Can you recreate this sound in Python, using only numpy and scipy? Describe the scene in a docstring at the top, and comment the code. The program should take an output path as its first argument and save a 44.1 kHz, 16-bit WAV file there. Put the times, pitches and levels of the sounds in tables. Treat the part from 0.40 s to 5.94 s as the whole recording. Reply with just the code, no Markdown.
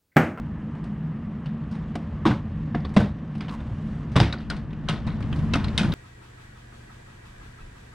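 """First comes a low outdoor hum with rumble; soon hands pull a plastic trim panel off a car in a driveway.
Each snap is a burst of noise with a tick, plus panel notes for knock and thump; a lumpy rattle follows.
Single fading notes make hollow knocks and pings, and uneven slips make a short creak.
Shaped noise makes the rubbing, the outdoor air and hum (both grow near the end) and the low rumble.
The sound opens from nearly mono to wide, and a gain control turns it down after loud moments."""
import sys
import numpy as np
from scipy import signal
from scipy.fft import rfft, irfft, next_fast_len
from scipy.io import wavfile
from scipy.ndimage import uniform_filter1d

SR = 44100
rng = np.random.default_rng(int(sys.argv[2]) if len(sys.argv) > 2 else 0)


def output_pcm(signal):
    """Save a mono or channel-first signal as 16-bit PCM at the path in sys.argv[1].

    Samples are clipped to [-1, 1] before scaling.
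    """
    pcm = np.clip(np.atleast_2d(signal).T, -1, 1) * 32767
    wavfile.write(sys.argv[1], SR, np.round(pcm).astype(np.int16))


N = 244314  # length in samples

# The main snaps, their follow-up knocks and rattles; levels apply before the mix weights in snap():
# (t/s, tick level/dB, tick f/Hz, knock level/dB, knock centre f/Hz, thump level/dB, thump centre f/Hz,
# brightness tilt/dB per octave (roughly), rattle level/dB against the crack)
CLIP_SNAPS = [(0.35, -61, 2980, -37.5, 1060, -48, 178, 7, -9),
              (0.44, -46, 2970, -36.5, 1040, -35.5, 175, 5, -10),
              (1.058, -36.5, 2970, -46, 1270, -55, 161, -4.5, -12.5),
              (1.312, -53, 5150, -48, 1066, -21.5, 151, 5.5, 1.5),
              (1.351, -43.5, 2220, -34.5, 1030, -46, 97.7, 0, -12.5),
              (1.554, -28.5, 2080, -15, 674, -23, 157, 3, -22),
              (1.853, -27, 3300, -11, 1030, -18.5, 295, 1.5, -10.5),
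              (1.863, -29, 3560, -23.5, 867, -10, 214, -1, 1.5),
              (1.895, -25.5, 2520, -25, 760, -6.5, 195.5, -10, -15),
              (1.909, -25.5, 1900, -16.5, 1135, -7.5, 138.4, -3.5, -33.5),
              (1.916, -34.5, 3800, -22, 1500, -11, 202, -4.5, -25),
              (2.347, -22, 2010, -21, 660, -14, 159, -10, -14),
              (2.403, -47, 4840, -51.5, 690, -45, 200, -3, -19),
              (2.45, -30.5, 4400, -19.5, 790, -43.5, 180, -6.5, -22),
              (2.492, -47.5, 4800, -43.5, 695, -45, 220, 2, -13.5),
              (2.538, -54.5, 8350, -47.5, 1340, -50, 188, 9, 2),
              (2.564, -20, 2070, -11.5, 585, -34.5, 190, -1.5, -3.5),
              (2.6, -30.5, 2250, -20.5, 700, -8, 105.4, 6, -15.5),
              (2.628, -36, 3900, -33.5, 1070, -28, 200, -4.5, -5),
              (2.952, -40, 2760, -31, 715, -23, 190.5, 0.5, -15.5),
              (2.98, -47, 4200, -47.5, 1500, -39, 190, 6, -17),
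              (3.006, -34, 2340, -39, 1060, -25, 208, -4.5, -3),
              (3.025, -47, 3240, -37, 1178, -31.5, 220, -19, -24.5),
              (3.082, -39.5, 3000, -30.5, 1090, -43.5, 119, -0.5, -8),
              (3.093, -26.5, 3750, -42, 1000, -38.5, 121, -8.5, -33.5),
              (3.203, -52, 3600, -31, 960, -40.5, 160, 2, -16),
              (3.716, -54, 5900, -47.5, 1720, -20, 129, 6, 0),
              (3.756, -22, 3430, -19.5, 620, -13.5, 131, -8.5, 2),
              (3.762, -18, 3500, -15.5, 1120, -1.5, 138.3, 2, -9),
              (3.8, -11, 4930, -19.5, 675, -9.5, 129.5, -3, -15.5),
              (3.81, -21, 2750, -14, 440, -1.5, 131, -1, -8.5),
              (3.828, -26, 2190, -30.5, 744, -8, 90.5, -4, 2.5),
              (3.926, -18.5, 4200, -41, 1070, -21, 122.4, -5, -16.5),
              (3.939, -45, 2270, -18.5, 663, -39.5, 215, 8, -23.5),
              (3.982, -33.5, 4550, -36.5, 660, -44.5, 152, -19.5, -7.5),
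              (4.003, -44.5, 3300, -58.5, 1050, -43.5, 100, -1.5, -2.5),
              (4.1, -21.5, 4250, -23, 1570, -42.5, 100, 1.5, -18.5),
              (4.11, -25.5, 2860, -24, 1370, -38.5, 98, -10, -10.5),
              (4.165, -36.5, 4200, -53, 1560, -38.5, 106, 0.5, -13),
              (4.306, -43, 3600, -47.5, 1500, -43, 145, -5, -25),
              (4.33, -35, 2700, -41, 1450, -20.5, 150, -6, -24.5),
              (4.486, -20, 3730, -19, 1440, -26.5, 160, 1.5, -11),
              (4.494, -21, 3200, -23.5, 1360, -16.5, 160.5, -3, -12),
              (4.531, -51, 3840, -22.5, 525, -23, 127, 3, -25),
              (4.576, -39.5, 3530, -39.5, 533, -31, 136.5, -11.5, -5.5),
              (4.666, -41, 2100, -32.5, 700, -13.5, 142.4, 4, -8.5),
              (4.672, -27, 3950, -30, 1520, -23.5, 138, -19, -7.5),
              (4.693, -41, 3220, -45, 1000, -36.5, 140, -7.5, -11.5),
              (4.723, -43, 2600, -36.5, 790, -38.5, 108, -1, -25.5),
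              (4.804, -46, 2590, -25.5, 1260, -16, 116.4, 7, -23),
              (4.825, -30, 2580, -42, 1030, -25, 223, -5.5, -21.5),
              (4.927, -17.5, 3000, -28, 1580, -46, 101.4, -15, -24),
              (4.959, -42, 4220, -33, 550, -26.5, 141, 1, -5.5),
              (4.989, -41.5, 2870, -34.5, 510, -14, 148.6, 0, -10),
              (5.136, -12.5, 2600, -20, 1430, -13, 164, -2, -16.5),
              (5.155, -26, 5370, -13, 1400, -15.5, 260, 1, -17.5),
              (5.197, -36, 2400, -37, 1510, -36, 150, -7, -7.5),
              (5.242, -24, 4160, -27, 1160, -20, 101, -2.5, -18.5),
              (5.282, -31, 4060, -56, 1020, -22.5, 159, -3, -15.5),
              (5.377, -13.5, 3300, -19, 1990, -37.5, 158, 3.5, -11),
              (5.41, -23, 2640, -18.5, 538, -21, 194, -4.5, -14),
              (5.431, -30.5, 3460, -28, 1500, -17, 157, 0, -12),
              (5.445, -30.5, 2340, -28.5, 594, -13, 219, -5.5, -7.5),
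              (5.522, -22, 3720, -37, 1930, -30, 118.4, -6, -23.5),
              (5.536, -27.5, 3580, -37.5, 430, -41, 132, -3.5, -10)]


def snaps():
    """Clips snap free and the panel knocks and rattles on; all these blows share the panel's notes."""
    mix, modes = np.zeros((2, N)), panel_modes()
    for start_s, *settings in CLIP_SNAPS:
        add(mix, start_s, snap(modes, *settings))
    return mix


# Tone of the crack and rattle before the tilt, only the shape matters: (f/Hz, level/dB)
CRACK_TONE = [(880, -19), (1500, -9), (1820, -9.5), (2010, -10), (3120, -10.5), (3610, -9), (4140, -13.5),
              (5040, -15), (6890, -24.5), (8250, -25.5), (8750, -17), (9350, -28.5), (10800, -32.5),
              (12300, -33.5), (15500, -64)]
RISE_S, CRACK_T60_S, RATTLE_T60_S = 0.0015, 0.034, 0.36  # t60: time to fall by 60 dB
RATTLE_TREBLE_T60_S = 0.35  # an extra fade on the bright part of the rattle
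CHATTER_PER_S, CHATTER_DB, CHATTER_T60_S = 500, -9, 0.008  # tiny clicks inside each rattle
PAN_SPREAD_DB = 3  # typical chance level difference between left and right
PING_DB = -13  # level of the pings inside the rattle


def snap(modes, tick_db, tick_hz, knock_db, knock_hz, thump_db, thump_hz, tilt_db, rattle_db):
    """A short crack followed by a duller, lumpy rattle drives tick and knock; a low panel thump joins in."""
    t = np.arange(modes.shape[1]) / SR
    noise = rng.standard_normal((6, len(t)))
    pan_db = PAN_SPREAD_DB * rng.standard_normal()

    # the loose edge chatters on its seat
    lumps = gain_of(0.78 * evened(uniform_filter1d(noise[4], size=160)))
    clicks = (rng.random(len(t)) < CHATTER_PER_S / SR) * np.minimum(abs(noise[5]), 1.5)
    chatter = signal.oaconvolve(clicks, gain_of(-60 * t / CHATTER_T60_S))[:len(t)]
    lumps = lumps * (1 + gain_of(CHATTER_DB) * chatter)
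    rattle = gain_of(rattle_db - 60 * t / RATTLE_T60_S) * lumps * np.minimum(t / 0.0037, 1)
    attack = np.minimum(t / RISE_S, 1)
    crack = gain_of(-60 * t / CRACK_T60_S) * attack

    def tone(hz):
        return gain_of(read(CRACK_TONE, hz) + tilt_db * np.log2(hz / 3000 + 0.19))

    def dull_tone(hz):
        return tone(hz) / (1 + (hz / 8000) ** 4)

    def tongue_tone(hz):
        return 1 / (1 + ((hz - tick_hz) / (0.091 * tick_hz)) ** 2)

    shared = noise[0]
    own = colour(noise[1], lambda hz: gain_of(read(SIDE_LEVEL, hz) - 1.5))
    pair = np.array([shared + own, shared - own])
    bright = evened(colour(pair, tone))
    dull = evened(colour(pair, dull_tone))

    tongue = evened(colour(pair, tongue_tone))
    tongue_ring = np.sin(2 * np.pi * tick_hz * t) * gain_of(-60 * t / 0.035) * attack
    grit = gain_of(1.7 * evened(uniform_filter1d(noise[3], size=30)))  # the crack is a cluster of tiny slips
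    tick = 0.087 * tongue_ring
    tick = tick + (0.36 * bright * grit + 0.19 * tongue) * crack
    tick += (0.28 * dull + 0.068 * tongue) * rattle
    rattle_treble = 0.18 * bright * gain_of(-60 * t / RATTLE_TREBLE_T60_S)
    ping_sound = gain_of(PING_DB) * pings(t, np.sqrt(tick_hz * knock_hz))
    tick += (rattle_treble + ping_sound) * rattle

    # the blow rings the panel, then noise keeps stirring the same notes
    body = ring(modes[:, :4000], knock_hz, 0.61)
    drive = noise[2] + 0.11 * noise[3] * [[1], [-1]]
    stirred = evened(colour(drive, lambda hz: rfft(body, len(t))))
    knock = stirred * (0.37 * crack + 0.81 * rattle)
    knock[:, :4000] += body * attack[:4000]

    thump = ring(modes, thump_hz, 0.16) * np.minimum(t / 0.003, 1)
    sides = gain_of(np.array([[pan_db], [-pan_db]]) / 2)  # only the tick is placed left or right
    sound = gain_of(tick_db) * tick * sides + gain_of(knock_db) * knock + gain_of(thump_db) * thump
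    return sound * np.minimum((t[-1] - t) / 0.09, 1)  # fade out the last 90 ms


# The panel's own notes (modes); levels count against each other: (f/Hz, level/dB, t60/s)
PANEL_MODES = [(69.4, -5.5, 0.64), (105.9, -11, 0.26), (129.5, 3, 0.1), (167.3, -3.5, 0.34),
               (212.8, 5, 0.12), (286, 14.5, 0.098), (338.7, 6, 0.24), (403, 4.5, 0.043), (479, 1.5, 0.061),
               (586, 4, 0.031), (698, 1.5, 0.027), (774, -0.5, 0.03), (905, 2.5, 0.026), (1046, 6, 0.016),
               (1282, -14, 0.2), (1346, -13.5, 0.029), (1480, -6.5, 0.055), (1520, -3.5, 0.01),
               (1830, -1.5, 0.012), (2020, -27, 0.024)]


def panel_modes():
    """One row for each mode of the panel: a sine that fades after a blow."""
    t = np.arange(2 ** 13) / SR
    hz, db, t60 = np.transpose(PANEL_MODES)[:, :, None]
    return gain_of(db - 60 * t / t60) * np.sin(2 * np.pi * hz * t)


def ring(modes, centre_hz, spread):
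    """The struck panel: modes near the centre pitch are excited most; the peak is scaled to 1."""
    distance = abs(np.log(np.transpose(PANEL_MODES)[0] / centre_hz))
    sound = np.exp(-distance / spread) @ modes
    return sound / abs(sound).max()


# PING_TURNS: turns to fall by 60 dB; PING_OCTAVES: furthest from the centre pitch
PINGS, PING_TURNS, PING_OCTAVES = 36, 16, 0.9


def pings(t, centre_hz):
    """Short bounces of the loose edge: brief notes at chance moments and pitches around the centre."""
    when, pitch = rng.random(PINGS), rng.uniform(-1, 1, PINGS)
    size = rng.uniform(0.27, 1, PINGS)
    hz, out = centre_hz * 2 ** (PING_OCTAVES * pitch), np.zeros((1, len(t)))
    turns = hz[:, None] * t[:500]
    envelope = size[:, None] * np.minimum(turns, 1) * gain_of(-60 * turns / PING_TURNS)
    notes = envelope * np.sin(2 * np.pi * turns)
    for start_s, note in zip(when * t[-1], notes):
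        add(out, start_s, note[None])
    return evened(out[0])


# Hollow knocks and pings, a small patch of the panel or a clip ringing one note:
# (t/s, level/dB, f/Hz, t60/s)
HOLLOW_NOTES = [(1.555, -30, 696, 0.078), (1.854, -8, 1100, 0.015), (1.854, -21, 1610, 0.014),
                (1.856, -30, 3630, 0.029), (1.857, -8.5, 321, 0.098), (1.863, -24, 974, 0.077),
                (1.878, -7, 247, 0.049), (1.909, -23.5, 1140, 0.041), (1.915, -20.5, 1470, 0.023),
                (2.347, -21.5, 706, 0.067), (2.346, -19.5, 1130, 0.016), (2.346, -26, 1650, 0.02),
                (2.357, -3.5, 225, 0.015), (2.448, -40.5, 3480, 0.05), (2.451, -41.5, 3800, 0.039),
                (2.45, -34, 1130, 0.047), (2.567, -2.5, 610, 0.014), (2.5681, 2, 199, 0.064),
                (2.566, -15.5, 1030, 0.028), (2.583, -17, 187, 0.11), (2.604, -23, 690, 0.043),
                (2.606, -23.5, 1520, 0.039), (2.619, -10, 211, 0.091), (2.633, -22, 199, 0.21),
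                (2.952, -45, 2670, 0.021), (3.006, -56, 2370, 0.064), (3.008, -36, 4800, .015),
                (3.008, -46, 3300, .03), (3.082, -38, 3000, .03), (3.203, -45.5, 3570, .03),
                (3.756, -21.5, 1093, 0.067), (3.757, -18.5, 615, 0.043), (3.801, -7, 784, 0.023),
                (3.802, -16, 540, 0.033), (3.804, -20, 3630, .03), (3.811, -19, 930, 0.031),
                (3.926, -24, 3830, 0.032), (3.926, -36, 4520, 0.06), (3.937, -24.5, 1470, 0.033),
                (4.1004, -22, 1580, 0.022), (4.101, -32, 3140, .02), (4.102, -28, 4900, 0.017),
                (4.103, -34.5, 8600, 0.015), (4.108, -23, 1430, 0.048), (4.481, -28.5, 1500, 0.032),
                (4.487, -24, 2900, 0.018), (4.487, -29, 6040, 0.011), (4.491, -26, 1394, 0.028),
                (4.492, -16.5, 152, 0.19), (4.507, -30.5, 2800, 0.059), (5.135, -26, 3900, .015),
                (5.138, -16, 2640, .025), (5.141, -19.5, 1380, 0.026), (5.153, -15, 1340, 0.017),
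                (5.245, -30.5, 4110, 0.023), (5.284, -39, 3960, .02), (5.283, -35, 2250, .02),
                (5.378, -12, 3660, 0.016), (5.379, -20, 2080, .02), (5.4, -22, 2480, 0.021),
                (5.414, -3, 201, 0.037), (5.433, -24, 1420, 0.037), (5.449, -14, 228, 0.046),
                (5.453, -30, 1490, 0.025), (5.521, -25, 3760, 0.017)]
HOLLOW_RISE_TURNS = 1


def hollows():
    """Each hollow knock is one sine that swells over one turn while it dies away."""
    mix, t = np.zeros((2, N)), np.arange(SR // 5) / SR
    for start_s, db, hz, t60 in HOLLOW_NOTES:
        envelope = gain_of(db - 60 * t / t60) * np.minimum(t * hz / HOLLOW_RISE_TURNS, 1)
        note = envelope * np.sin(2 * np.pi * hz * t)
        add(mix, start_s, np.array([note, note]))
    return mix


# A short creak as the edge drags: (t/s, length/s, level/dB, first f/Hz, last f/Hz, slips per s (about))
EDGE_CREAKS = [(3.098, .07, -41, 1200, 950, 140)]


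def creaks():
    """The edge drags along its seat and creaks at the listed times."""
    mix = np.zeros((2, N))
    for start_s, *settings in EDGE_CREAKS:
        add(mix, start_s, creak(*settings))
    return mix


CREAK_WIDTH_HZ, CREAK_UNEVEN_DB = 140, 4  # width of the resonance; unevenness of slip rate and strength


def creak(length, db, first_hz, last_hz, per_s):
    """Uneven slips ring a resonance whose pitch glides from first to last."""
    t = np.arange(round(length * SR)) / SR
    luck = rng.standard_normal((3, SR // 5))[:, :len(t)]
    rate = per_s * gain_of(CREAK_UNEVEN_DB * evened(uniform_filter1d(luck[0], size=300)))
    slip_count = np.floor(np.cumsum(rate) / SR)
    slips = (np.diff(slip_count, prepend=0) > 0) * gain_of(CREAK_UNEVEN_DB * luck[1])
    slips = slips + 0.064 * luck[2]  # a little noise under the slips
    # undo the glide, ring at a standstill, then put the glide back
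    turn = np.exp(2j * np.pi * np.cumsum(np.linspace(first_hz, last_hz, len(t))) / SR)
    decay = np.exp(-np.pi * CREAK_WIDTH_HZ / SR)
    note = evened((turn * signal.lfilter([1], [1, -decay], slips / turn)).real)
    return gain_of(db) * note * np.sin(np.pi * t / length) ** 0.5 * np.ones((2, 1))


# Tone of the rubbing, only the shape matters: (f/Hz, level/dB)
RUB_TONE = [(350, -26), (600, 9), (866, -15.5), (979, 1), (1320, -6.5), (1640, -8.5), (1810, -11.5),
            (2830, -11.5), (8750, -32.5), (12600, -47.5), (15500, -63.5)]
# How hard the panel rubs on its seat: (t/s, level/dB)
RUB_LEVEL = [(0, -60.5), (1.1, -61), (1.4, -57), (2.55, -56.5), (2.8, -56), (3.06, -55), (3.12, -54.5),
             (3.17, -52.5), (3.22, -52), (3.8, -55.5), (4.3, -59), (4.55, -52.5), (5.54, -47.5)]


def rubbing():
    """The panel rubs along its seat: patchy noise follows the rubbing level."""
    return level_over_time(RUB_LEVEL) * hiss(lambda hz: gain_of(read(RUB_TONE, hz)), 256, 1.2, 1.2)


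# Airy treble of the rubbing: (t/s, level/dB)
AIRY_LEVEL = [(0, -81), (2.9, -84), (3.2, -76), (3.55, -71.5), (3.7, -83), (4.2, -78), (4.7, -92),
              (4.95, -65.5), (5.2, -73), (5.54, -62)]
AIRY_HZ, AIRY_OCTAVES = 6400, 0.99  # centre and width of its band


def airy_rubbing():
    """The rubbing also makes a breathy treble: noise in one smooth hump of frequencies."""
    def hump(hz):
        return np.exp(-(np.log2((hz + 1) / AIRY_HZ) / AIRY_OCTAVES) ** 2)
    return level_over_time(AIRY_LEVEL) * hiss(hump, 256, 1.5, 1.5)


# Tone of the outdoor air, only the shape matters: (f/Hz, level/dB)
AIR_TONE = [(150, -43), (250, 0), (285, -6), (393, -10), (609, -14), (661, -16), (740, -16.5), (944, -16.5),
            (1180, -15.5), (1410, -22), (1800, -19.5), (2380, -31), (2930, -31), (12000, -101),
            (15600, -107), (22000, -120)]
AIR_DB, AIR_SWELL = -46, 7.2  # starting level; growth in dB per s


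def air():
    """Outdoor air: soft noise that grows late on."""
    return late_swell(AIR_DB, AIR_SWELL) * hiss(lambda hz: gain_of(read(AIR_TONE, hz)), 1024, 0.6, 0.3)


# Fuzzy bands of the hum; levels count against each other: (f/Hz, width/Hz, level/dB)
HUM_BANDS = [(152.9, 19.2, 3.5), (215.6, 29.2, 0.5), (291.6, 26, -16)]
HUM_DB, HUM_SWELL = -32, 4.9  # starting level; growth in dB per s


def hum():
    """Outdoor hum: noise squeezed into narrow bands, so it is pitched but fuzzy; it grows late on."""
    def bands(hz):
        return sum(gain_of(db) / (1 + (2 * (hz - f) / width) ** 2) for f, width, db in HUM_BANDS)
    return late_swell(HUM_DB, HUM_SWELL) * hiss(bands, 4096, 0.6, 0.4)


# Tone of the rumble, only the shape matters: (f/Hz, level/dB)
RUMBLE_TONE = [(8.8, -35.5), (15, -22.5), (54, 0.5), (96, 0), (118, -1), (130, -4), (170, -23), (290, -120)]
# Level of the rumble over time: (t/s, level/dB)
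RUMBLE_LEVEL = [(0, -35), (0.26, -40.5), (1.14, -40.5), (1.9, -35), (2.5, -31.5), (2.93, -38.5),
                (3.19, -33.5), (4.3, -36.5), (4.9, -32), (5.54, -28)]


def rumble():
    """Low rumble: very low noise that swells after the knocks and near the end."""
    return level_over_time(RUMBLE_LEVEL) * hiss(lambda hz: gain_of(read(RUMBLE_TONE, hz)), 4096, 0.8, 0.6)


def level_over_time(points):
    """Gain for every sample from a table of times and decibels."""
    return gain_of(np.interp(np.arange(N) / SR, *np.transpose(points)))


SWELL_FROM_S = 4.52


def late_swell(start_db, db_per_s):
    """A gain that holds still, then grows from the swell time on."""
    late = np.maximum(np.arange(N) / SR - SWELL_FROM_S, 0)
    return gain_of(start_db + db_per_s * late)


def hiss(shape, size, patchy_db, flicker_db):
    """Stereo noise with drifting patches and a flicker shared by all frequencies."""
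    frames, hz = 4 * N // size + 5, np.fft.rfftfreq(size, 1 / SR)
    a, b, c, d, patches = rng.standard_normal((frames, len(hz), 5)).T
    patches = uniform_filter1d(uniform_filter1d(patches, size=8, axis=0), size=10, axis=1)
    flicker = evened(uniform_filter1d(rng.standard_normal(frames), size=3))
    wander = gain_of(patchy_db * evened(patches) + flicker_db * flicker)
    spectra = np.array([a + 1j * b, c + 1j * d]) * shape(hz)[:, None] * wander
    pair = signal.istft(spectra, nperseg=size, noverlap=3 * size // 4)[1][:, :N]
    return widen(evened(pair))


# How loud the unshared (side) sound is against the shared (mid) sound: (f/Hz, level/dB)
SIDE_LEVEL = [(25, -9), (60, -15), (125, -31.5), (300, -34), (1000, -17), (3000, -7.5), (8000, -3.5),
              (14000, 5.5)]


def widen(pair):
    """Left and right from a shared and an unshared sound; the unshared part grows at both ends of the range."""
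    side = colour(pair[1], lambda hz: gain_of(read(SIDE_LEVEL, hz)))
    return np.array([pair[0] + side, pair[0] - side])


def gain_of(db):
    """Decibels to gain."""
    return 10 ** (np.asarray(db) / 20)


def evened(x):
    """Scales to an average (rms) strength of 1."""
    return x / np.sqrt(np.mean(x ** 2) + 1e-20)


def read(points, hz):
    """Reads a table along a log-frequency axis."""
    f, value = np.transpose(points)
    return np.interp(np.log(hz + 1), np.log(f + 1), value)


def add(mix, start_s, sound):
    """Mixes a sound in at its start time, cut off where the mix ends."""
    part = mix[:, round(start_s * SR):][:, :sound.shape[1]]
    part += sound[:, :part.shape[1]]


def colour(x, shape):
    """Filters by a gain given as a function of frequency."""
    size = next_fast_len(x.shape[-1], True)
    return irfft(rfft(x, size) * shape(np.fft.rfftfreq(size, 1 / SR)), size)[..., :x.shape[-1]]


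def opening(start, length, shut_db, open_db):
    """A gain that climbs steadily from shut to open."""
    return np.interp(np.arange(N) / SR, [start, start + length], gain_of([shut_db, open_db]))


# GAIN_SHARE: part of the excess taken away; SENSED_FALL: how fast the remembered loudness sinks, dB per s
GAIN_KNEE_DB, GAIN_SHARE, GAIN_SENSE_S, SENSED_FALL = -22.5, 0.3, 0.1, 6


def ducked(x):
    """Gain control: turns down after loud moments and recovers slowly."""
    t = np.arange(round(5 * GAIN_SENSE_S * SR)) / SR
    memory = np.exp(-t / GAIN_SENSE_S)
    power = signal.oaconvolve((x ** 2).mean(0), memory / memory.sum())[:N]
    power_db = 10 * np.log10(abs(power) + 1e-12)
    fall = np.arange(N) * SENSED_FALL / SR
    sensed_db = np.maximum.accumulate(power_db + fall) - fall
    over_db = np.maximum(sensed_db - GAIN_KNEE_DB, 0)
    return x / gain_of(GAIN_SHARE * over_db)


def scene():
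    """Snaps, creak and hollow knocks over the rubbing and the outdoor background."""
    struck = snaps() + creaks() + hollows()
    return struck + rubbing() + airy_rubbing() + air() + hum() + rumble()


# How far the left port leads the right: (f/Hz, lead/radians)
PORT_LEAD = [(150, 0.033), (3200, -0.53), (7300, -1), (11000, -0.93)]
# The housing shades the left port, changing its tone: (f/Hz, level/dB)
LEFT_SHADE = [(1500, 0.4), (4000, 1), (8000, -.5), (13000, -1.5)]
# The stereo image opens: (start/s, opening time/s, side level before/dB, side level after/dB)
OPEN_TREBLE, OPEN_BASS = (2, 3, -49.5, -1.5), (4, 0.05, -42.5, 8)
EDGE_HZ = 15550  # nothing much passes above this


def record(dry):
    """Two close microphone ports hear slightly out of step; the image widens; gain control; band limit."""
    left = colour(dry[0], lambda hz: gain_of(read(LEFT_SHADE, hz)) * np.exp(1j * read(PORT_LEAD, hz)))
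    mid, side = (left + dry[1]) / 2, (left - dry[1]) / 2
    bass = colour(side, lambda hz: 1 / (1 + (hz / 250) ** 4))
    side = opening(*OPEN_TREBLE) * (side - bass) + opening(*OPEN_BASS) * bass
    # the top treble of the shared sound is softened
    mid = colour(mid, lambda hz: 1 / np.sqrt(1 + (hz / 9640) ** 8))
    both = ducked(np.array([mid + side, mid - side]))
    low_pass = signal.firwin(1023, EDGE_HZ, window=("kaiser", 11), fs=SR)
    return signal.oaconvolve(both, low_pass[None], "same")


dry = scene()
out = record(dry)
output_pcm(out)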